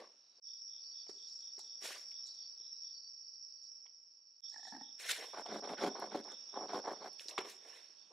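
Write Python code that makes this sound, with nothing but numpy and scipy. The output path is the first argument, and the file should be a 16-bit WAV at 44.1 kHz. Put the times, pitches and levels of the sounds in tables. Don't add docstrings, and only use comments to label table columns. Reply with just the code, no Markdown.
import sys
import numpy as np
from scipy import signal
from scipy.fft import rfft, irfft, next_fast_len
from scipy.io import wavfile
from scipy.ndimage import uniform_filter1d, map_coordinates

SR = 44100
rng = np.random.default_rng(int(sys.argv[2]) if len(sys.argv) > 2 else 0)


def dump(signal):
    limited = np.clip(np.atleast_2d(signal).T, -1, 1)
    pcm = np.round(limited * 32767).astype(np.int16)
    wavfile.write(sys.argv[1], SR, pcm)


N = 358091
TIME = np.arange(N) / SR


def amp(db):
    return 10 ** (np.asarray(db) / 20)


def unit(x):
    return x / np.sqrt(np.mean(x ** 2) + 1e-20)


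def along(points, hz):
    f, v = np.transpose(points)
    return np.interp(np.log(hz + 1), np.log(f + 1), v)


def gains(tables, fade=0.015):
    out = np.zeros((len(tables[0][0]) - 1, N))
    for rows in tables:
        s, *columns = np.transpose(rows)
        at = slice(max(0, round((s[0] - fade) * SR)), round((s[-1] + fade) * SR))
        t = TIME[at]
        gate = np.clip(np.minimum(t - s[0], s[-1] - t) / fade + 1, 0, 1)
        levels = amp([np.interp(t, s, column) for column in columns])
        out[:, at] = np.maximum(out[:, at], gate * levels)
    return out


def swells(rows, fade=0.015):
    edge_db = 20
    return gains([[(crest - rise, *np.subtract(dbs, edge_db)),
                   (crest, *dbs),
                   (crest + 2 * fall, *np.subtract(dbs, 2 * edge_db))]
                  for crest, rise, fall, *dbs in rows], fade)


def wobble(rate):
    return map_coordinates(rng.standard_normal(int(N * rate / SR) + 4), [TIME * rate])


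def filtered(x, response):
    m = next_fast_len(N + 8192)
    return irfft(rfft(x, m) * response(np.fft.rfftfreq(m, 1 / SR)), m)[..., :N]


def resonant(modes):
    def response(f):
        total = 0
        for k, (centre, width, db) in enumerate(modes):
            damping = 1j * f * width
            total = total + (-1) ** k * amp(db) * damping / (centre * centre - f * f + damping)
        return total
    return response


def pair(excite, response, alike):
    def mid_side(hz):
        turn = np.arccos(np.clip(along(alike, hz), -1, 1)) / 2
        return response(hz) * [np.cos(turn), np.sin(turn)]
    mid, side = filtered(excite, mid_side)
    return unit(np.array([mid + side, mid - side]))


# (frequency [Hz], left-right likeness [0-1])
NEAR_LIKENESS = [(60, 0.95), (300, 0.97), (1400, 0.81), (3100, 0.92), (7000, 0.71), (15000, .8)]


def friction(spectrum, lumps_db, rate):
    lumpy = rng.standard_normal((2, N)) * amp(lumps_db * wobble(rate))
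    z = signal.stft(lumpy, nperseg=256)[2]
    patches = uniform_filter1d(rng.standard_normal(z.shape[1:]), size=5, axis=0)
    patches = uniform_filter1d(patches, size=8, axis=1)
    grit = signal.istft(z * amp(2.6 * unit(patches)), nperseg=256)[1][:, :N]
    return pair(grit, lambda hz: amp(along(spectrum, hz)), NEAR_LIKENESS)


def trill(wing, pulse_rate, depth, lumps_db, alike):
    phase = 2 * np.pi * np.cumsum(pulse_rate * (1 + 0.0978 * wobble(3.6))) / SR
    beat = 1 + depth * np.cos(phase)
    lumps = amp(lumps_db * wobble(30) + 1.3 * lumps_db * wobble(7))
    scrape = rng.standard_normal((2, N)) * beat * lumps
    return pair(scrape, lambda hz: resonant(wing)(hz) ** 2, [(5000, alike)])


def favour(mode_hz, drive_hz, octaves):
    return np.exp(-(np.log2(mode_hz / drive_hz) / octaves) ** 2)


# (time [s], high trill [dB], lower trill before its surge [dB],
# air [dB], chorus left minus right [dB])
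NIGHT_LEVELS = [
    [(0.0, -63, -76.5, -71.5, -2), (0.25, -65.5, -73.5, -78.5, -2.5), (0.4, -66.5, -72, -77.5, -3)],
    [(0.42, -51, -67, -86.5, -2), (0.8, -51, -62.5, -77, -2), (2.2, -51, -62, -74, -1.6),
     (2.75, -51.5, -64, -78, -2), (3.25, -53, -65, -82.5, -3.5), (3.75, -56.5, -70, -82, -5),
     (4.4, -65.5, -82, -86.5, -2.5)],
    [(4.43, -53, -74, -77.5, -6), (5.0, -53.5, -68, -75, -4.5), (6.4, -52.5, -82, -67.5, -5),
     (7.3, -53, -72, -70.5, -5.5), (8.12, -64, -81, -72.5, -8)],
]


def night():
    high, low, air, lean = gains(NIGHT_LEVELS)
    chorus = trills(high, low) + thin_trill() + chirps() + whistles()
    return chorus * [np.sqrt(lean), 1 / np.sqrt(lean + 1e-9)] + air * hush()


# (centre [Hz], width [Hz], level per filter pass [dB])
HIGH_WING = [(5402, 383, 10.5), (5726, 273, 8.5)]
LOW_WING = [(4630, 246, 0)]


def trills(high, low):
    period, crest, depth_db = 1.085, 1.03, 2
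    surge = amp(depth_db * np.cos(2 * np.pi * (TIME - crest) / period))
    upper = high * trill(HIGH_WING, 60, 0.19, lumps_db=1.0, alike=0.74)
    return upper + low * surge * trill(LOW_WING, 45, 0.15, lumps_db=2.5, alike=0.7)


# (frequency [Hz], relative level [dB per Hz])
AIR_SPECTRUM = [(50, -34), (100, -5), (220, 1.5), (600, 0), (1500, -4), (2100, -8.5), (2600, -1.5),
                (3100, -4), (4300, -3), (6500, -3.5), (7300, -28.5), (8600, -14.5), (9500, -36.5),
                (15500, -41)]


def hush():
    likeness = [(60, 0.23), (300, 0.13), (3000, 0.39)]
    return pair(rng.standard_normal((2, N)), lambda hz: amp(along(AIR_SPECTRUM, hz)), likeness)


# (crest [s], rise [s per 20 dB], fall [s per 20 dB],
# body [dB], scrape [dB], hiss [dB])
SLIDE_SWELLS = [(0, .01, 0.086, -51, -60.5, -76.5), (.398, .08, 0.0039, -75, -90, -110),
                (1.822, .008, .1, -61.5, -57.5, -62), (1.849, 0.035, .15, -54.5, -47.5, -46),
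                (1.919, .04, 0.11, -58.5, -50.5, -52), (5.0, 0.014, .3, -66.5, -53.5, -54),
                (5.07, 0.079, 0.0286, -57.5, -46, -51.5), (5.094, .015, .1, -53.5, -38.5, -39),
                (5.116, 0.053, 0.023, -48.5, -37.5, -35.5), (5.15, 0.016, 0.16, -60, -46.5, -50.5),
                (5.23, 0.11, 0.078, -49, -51.5, -62), (7.21, 0.026, 0.12, -69, -62, -60),
                (7.288, .01, 0.055, -70, -64, -56), (7.305, .08, 0.18, -59.5, -64.5, -71),
                (7.41, .01, 0.017, -44, -52, -59), (7.458, .03, 0.089, -55, -55.5, -68),
                (7.502, 0.061, 0.071, -71, -56.5, -54.5), (7.688, 0.11, 0.19, -61, -63.5, -70),
                (7.765, 0.27, 0.17, -68.5, -62, -70), (8.12, 0.024, .01, -62.5, -90, -90)]
# (frequency [Hz], relative level [dB])
BODY_SPECTRUM = [(120, -31), (250, -6), (480, 8.5), (850, 3), (1200, 0.5), (1600, -66.5)]
SCRAPE_SPECTRUM = [(1000, -29), (1400, 2), (1850, 7), (2600, 4.5), (4300, 1.5), (5000, -29.5)]
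HISS_SPECTRUM = [(2500, -50), (3500, -3), (6500, -0.5), (10000, -6.5), (14000, -16.5), (15700, -23.5)]


def slides():
    body, scrape, hiss = swells(SLIDE_SWELLS, fade=0.013)
    drag = body * friction(BODY_SPECTRUM, 3.1, 120)
    drag += scrape * friction(SCRAPE_SPECTRUM, 1.4, 150)
    return drag + hiss * friction(HISS_SPECTRUM, 1.3, 180)


# (start [s], level before the modes' weighting [dB], driven frequency [Hz])
KNOCK_HITS = [(.003, -57, 510), (0.016, -51, 524), (1.068, -56, 690), (1.093, -42, 450), (1.103, -60, 1200),
              (1.115, -58, 480), (1.58, -47, 440), (1.591, -48.5, 890), (1.822, -51.5, 400),
              (1.906, -37, 1150), (1.908, -46, 503), (1.96, -42, 1120), (2.602, -62.5, 417),
              (3.859, -57.5, 905), (5.346, -41, 810), (5.463, -36, 744), (5.635, -52, 504),
              (5.691, -32, 510), (5.734, -32.5, 510), (5.794, -34, 497), (5.883, -35, 345),
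              (6.682, -44, 394), (7.257, -47.5, 422), (7.379, -20, 1210), (7.381, -19.5, 2280),
              (7.387, -24, 460), (7.398, -45, 452), (7.414, -39, 418), (7.45, -48, 450), (7.474, -49, 450)]
# (frequency [Hz], nominal width [Hz], mean level [dB])
MAT_MODES = [(150, 60, -18), (210, 36, 4), (294, 50, 0), (405, 45, 1), (545, 90, 0), (710, 70, 0),
             (840, 80, 0), (1000, 100, -2), (1160, 100, -2), (1500, 250, -4), (1800, 250, -8),
             (2290, 120, -5)]


def knocks():
    grip = 1.43
    out, t = np.zeros(N), TIME[:SR // 8]
    rattle_band = signal.butter(2, [300, 2600], "band", fs=SR)
    onset = 1 - np.exp(-t / 0.0014)
    for s, db, drive_hz in KNOCK_HITS:
        ring = 0
        for hz, width, level in MAT_MODES:
            strength = amp(level + rng.normal(0, 2)) * favour(hz, drive_hz, 0.41)
            decay = np.exp(-np.pi * grip * width * t)
            ring = ring + strength * decay * onset * np.sin(2 * np.pi * hz * t)
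        rattle = signal.lfilter(*rattle_band, rng.standard_normal(len(t)) * amp(-60 * t / 0.06))
        out[round(s * SR):][:len(t)] += amp(db) * (ring + 0.4 * rattle)
    return out


# (crest [s], rise [s per 20 dB], fall [s per 20 dB], level [dB])
THIN_SWELLS = [(.33, .25, 0.12, -77.5), (2.266, 0.045, 0.31, -66), (2.642, .13, 0.47, -71),
               (4.68, 0.27, 0.17, -69)]
# (centre [Hz], width [Hz], level per filter pass [dB])
THIN_WING = [(3930, 220, 0)]


def thin_trill():
    return swells(THIN_SWELLS) * trill(THIN_WING, 55, 0.19, lumps_db=1.0, alike=0.56)


# (first [s], period [s], last [s], first [dB], middle [dB], last [dB])
CHIRP_BOUTS = [(0.529, 0.2355, 2.95, -68, -67, -74.5), (4.46, .21, 6.65, -67, -63.5, -65),
               (6.77, 0.211, 8.1, -73, -72.5, -75)]
# (centre [Hz], width [Hz], level per filter pass [dB])
CHIRPER_WING = [(3344, 350, -5), (3703, 230, -3.5)]
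# (start [s], end [s])
SHOT_SPANS = [(0, .399), (.408, 4.406), (4.412, 8.2)]


def chirps():
    shape = [(-0.085, -14), (-0.035, 0), (0.017, 0), (0.098, -14)]  # (s around the middle, dB)
    level = 0
    for first, period, last, *dbs in CHIRP_BOUTS:
        cut = max(start for start, _ in SHOT_SPANS if start < first)
        drift = [first, (first + last) / 2, last]
        bout = gains([[(s + at, np.interp(s, drift, dbs) + db) for at, db in shape]
                      for s in np.arange(first, last, period)])
        level = level + (TIME >= cut) * bout
    return level * trill(CHIRPER_WING, 45, 0.4, lumps_db=0.7, alike=0.75)


# (crest [s], rise [s per 20 dB], fall [s per 20 dB], level [dB])
RUSTLE_SWELLS = [(1.09, .008, .065, -61), (1.33, 0.38, 0.23, -67), (1.59, 0.015, .115, -58),
                 (2.268, 0.024, .11, -57.5), (3.666, 0.061, .03, -72), (4.498, .018, 0.32, -66),
                 (4.676, .08, .09, -61)]
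# (frequency [Hz], relative level [dB])
RUSTLE_SPECTRUM = [(2500, -30.5), (4000, 8), (7000, 3.5), (9000, -10), (11000, -15), (14000, -30),
                   (15700, -37.5)]


def rustles():
    return swells(RUSTLE_SWELLS) * friction(RUSTLE_SPECTRUM, 2.7, 80)


# (start [s], level before the band filter [dB], centre [Hz])
TICK_HITS = [(1.068, -50, 2230), (1.1, -55, 7800), (1.593, -42.5, 7200), (2.117, -45, 2850),
             (2.118, -64, 10150), (3.856, -57, 2670), (3.865, -47, 2700), (5.408, -53, 7840),
             (5.462, -34, 4050), (5.998, -49, 9900), (6.241, -41, 4530), (6.319, -45.5, 6160),
             (6.683, -42.5, 3860), (7.131, -56, 8800), (7.145, -61, 8900), (7.195, -26.5, 3200),
             (7.204, -54, 9600), (7.277, -52, 6500), (7.284, -28, 4440), (7.291, -30, 4970),
             (7.3, -42, 7100), (7.31, -33, 3100), (7.388, -27, 3870), (7.771, -58, 7900)]


def ticks():
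    out, t = np.zeros(N), TIME[:SR // 8]
    decay = amp(-60 * t / 0.008) + amp(-16 - 60 * t / 0.06)
    for s, db, hz in TICK_HITS:
        burst = decay * rng.standard_normal(len(t))
        band = signal.butter(2, np.clip([hz / 1.28, hz * 1.28], 500, 16000), "band", fs=SR)
        out[round(s * SR):][:len(t)] += amp(db) * signal.lfilter(*band, burst)
    return out


# (start [s], end [s], level before its flutter [dB])
WHISTLE_SPANS = [(4.444, 4.793, -71.5), (5.9, 6.1, -71), (6.737, 7.184, -69), (7.803, 8.05, -74.5)]


def whistles():
    tone = np.sin(2 * np.pi * 4470 * TIME + 0.65 * wobble(9.9))
    level = gains([[(start, db), (end, db)] for start, end, db in WHISTLE_SPANS])
    return level * amp(2.9 * wobble(32)) * tone


# (time [s], mat edge level [dB])
TOOTH_SLIPS = [(4.5228, -71), (4.5411, -58.5), (4.5602, -52), (4.5804, -60), (4.593, -58), (4.6292, -55),
               (4.652, -52), (4.6704, -51), (4.6784, -51), (4.6928, -60), (4.7227, -46), (4.7366, -49),
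               (4.7484, -46), (4.7626, -48), (4.7776, -53.5), (4.804, -57.5), (4.8105, -47)]
# (mean frequency [Hz], swell time [s])
EDGE_PARTS = [(1750, 0.0027), (814, 0.0023), (265.6, 0.0058)]


def slips():
    blade_first_db, blade_dulls = 4.5, 49
    press_s, step_light_db, step_pressed_db = 4.71, -22.5, -4
    out, t = np.zeros(N), TIME[:SR // 12]
    for s, db in TOOTH_SLIPS:
        blade_db = blade_first_db - blade_dulls * (s - TOOTH_SLIPS[0][0])
        step_db = step_pressed_db if s > press_s else step_light_db
        for part_db, (hz, swell) in zip((blade_db, 0, step_db), EDGE_PARTS):
            drift = np.cumsum(rng.normal(0, 0.0068, len(t)))
            cycles = hz * rng.normal(1, 0.048) * t + rng.random() + drift
            envelope = t / swell * np.exp(1 - t / swell)
            out[round(s * SR):][:len(t)] += amp(db + part_db) * np.sin(2 * np.pi * cycles) * envelope
    return out


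# (start [s], end [s], full mat drumming [dB], full blade rasp [dB], nominal driven pitch [Hz])
SAW_STROKES = [(5.343, 5.417, -43.5, -52.5, 726), (5.462, 5.496, -53.5, -65, 650),
               (5.494, 5.591, -41.5, -51.5, 444), (5.636, 5.74, -39, -54.5, 580),
               (5.783, 5.887, -35, -44.5, 526), (5.865, 5.942, -50.5, -64, 380),
               (5.955, 6.067, -42.5, -57.5, 610), (6.054, 6.108, -56, -83, 620),
               (6.118, 6.202, -39.5, -53.5, 440), (6.259, 6.343, -55.5, -62, 580),
               (6.54, 6.66, -41.5, -63.5, 663), (6.696, 6.793, -37.5, -50.5, 576),
               (6.846, 6.935, -40, -56, 700), (6.947, 7.013, -61, -69, 605),
               (7.013, 7.084, -46, -56.5, 615)]
# (frequency [Hz], relative level [dB])
RASP_SPECTRUM = [(1100, -7), (1500, 4), (1850, -2), (2200, -2), (2750, -14), (3300, -6), (4300, -7.5),
                 (6000, -14), (7000, -55)]


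def saw():
    bite_db, full_at, dust_db = -49, 0.49, -14
    sag = 0.21
    levels, pitch = [], []
    for start, end, full, ra, hz in SAW_STROKES:
        dust = ra + dust_db
        levels.append([(start, min(bite_db, full), ra - 5, dust - 15.5),
                       (start + full_at * (end - start), full, ra, dust),
                       (end, full - 6, ra - 6, dust - 2.0)])
        pitch += [(start, hz * 2 ** sag), (end, hz / 2 ** sag)]
    drum, rasp, hiss = gains(levels)

    at = slice(round(5.3 * SR), round(7.2 * SR))
    drive_hz = np.interp(TIME[at], *np.transpose(sorted(pitch)))
    count = len(drive_hz)
    caught = rng.random(count) < 420 / SR
    catches = caught * amp(3.5 * rng.standard_normal(count) + 1.5 * wobble(60)[at])

    t, mat = TIME[:SR // 16], 0
    for hz, width, db in MAT_MODES[:10]:
        shape = t * np.exp(-2 * np.pi * width * t) * np.sin(2 * np.pi * hz * t)
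        ring = signal.fftconvolve(catches * rng.choice([-1, 1], count), shape)[:count]
        mat = mat + amp(db) * favour(hz, drive_hz, 1.3) * unit(ring)
    drumming, teeth = np.zeros(N), np.ones(N)
    drumming[at] = unit(mat)
    flare = signal.fftconvolve(catches, np.exp(-t / 0.0046))[:count]
    teeth[at] = unit(1.4 + unit(flare))
    blade = rasp * teeth * friction(RASP_SPECTRUM, 1.2, 200)
    crumbs = hiss * teeth * friction(HISS_SPECTRUM, 2.4, 250)
    return drum * drumming + blade + crumbs


# (frequency [Hz], time to fall 60 dB [s])
GARAGE_DECAY = [(200, 0.51), (2000, 0.29), (10000, 0.053)]


def garage(x):
    hz, t, z = signal.stft(rng.standard_normal((2, SR // 3)), SR, nperseg=256)
    decay = amp(-60 * t / along(GARAGE_DECAY, hz)[:, None])
    tail = signal.istft(z * decay, SR, nperseg=256)[1]
    return signal.fftconvolve(x[None], tail / np.linalg.norm(tail[0]), axes=1)[:, :N]


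def scene():
    hits = knocks() + ticks() + slips()
    rubbing = slides() + rustles() + saw()
    echo = garage(amp(-11) * hits + amp(-17) * rubbing[0])
    echo = 0.7 * echo + 0.3 * echo[::-1]
    return hits + rubbing + echo + night()


def record(dry):
    fade_s, bass_hz, top_hz = 0.036, 100, 15720
    edit = 0
    for start, end in SHOT_SPANS:
        fade = np.clip((TIME - start) / fade_s, start == 0, 1) ** 2
        edit = edit + fade * (TIME >= start) * (TIME < end)
    noise_floor = amp(-100) * rng.standard_normal(dry.shape)

    def microphone(hz):
        return (1j * hz / (1j * hz + bass_hz)) ** 4 * (hz < top_hz)
    return filtered(dry * edit + noise_floor, microphone)


dry = scene()
out = record(dry)
dump(out)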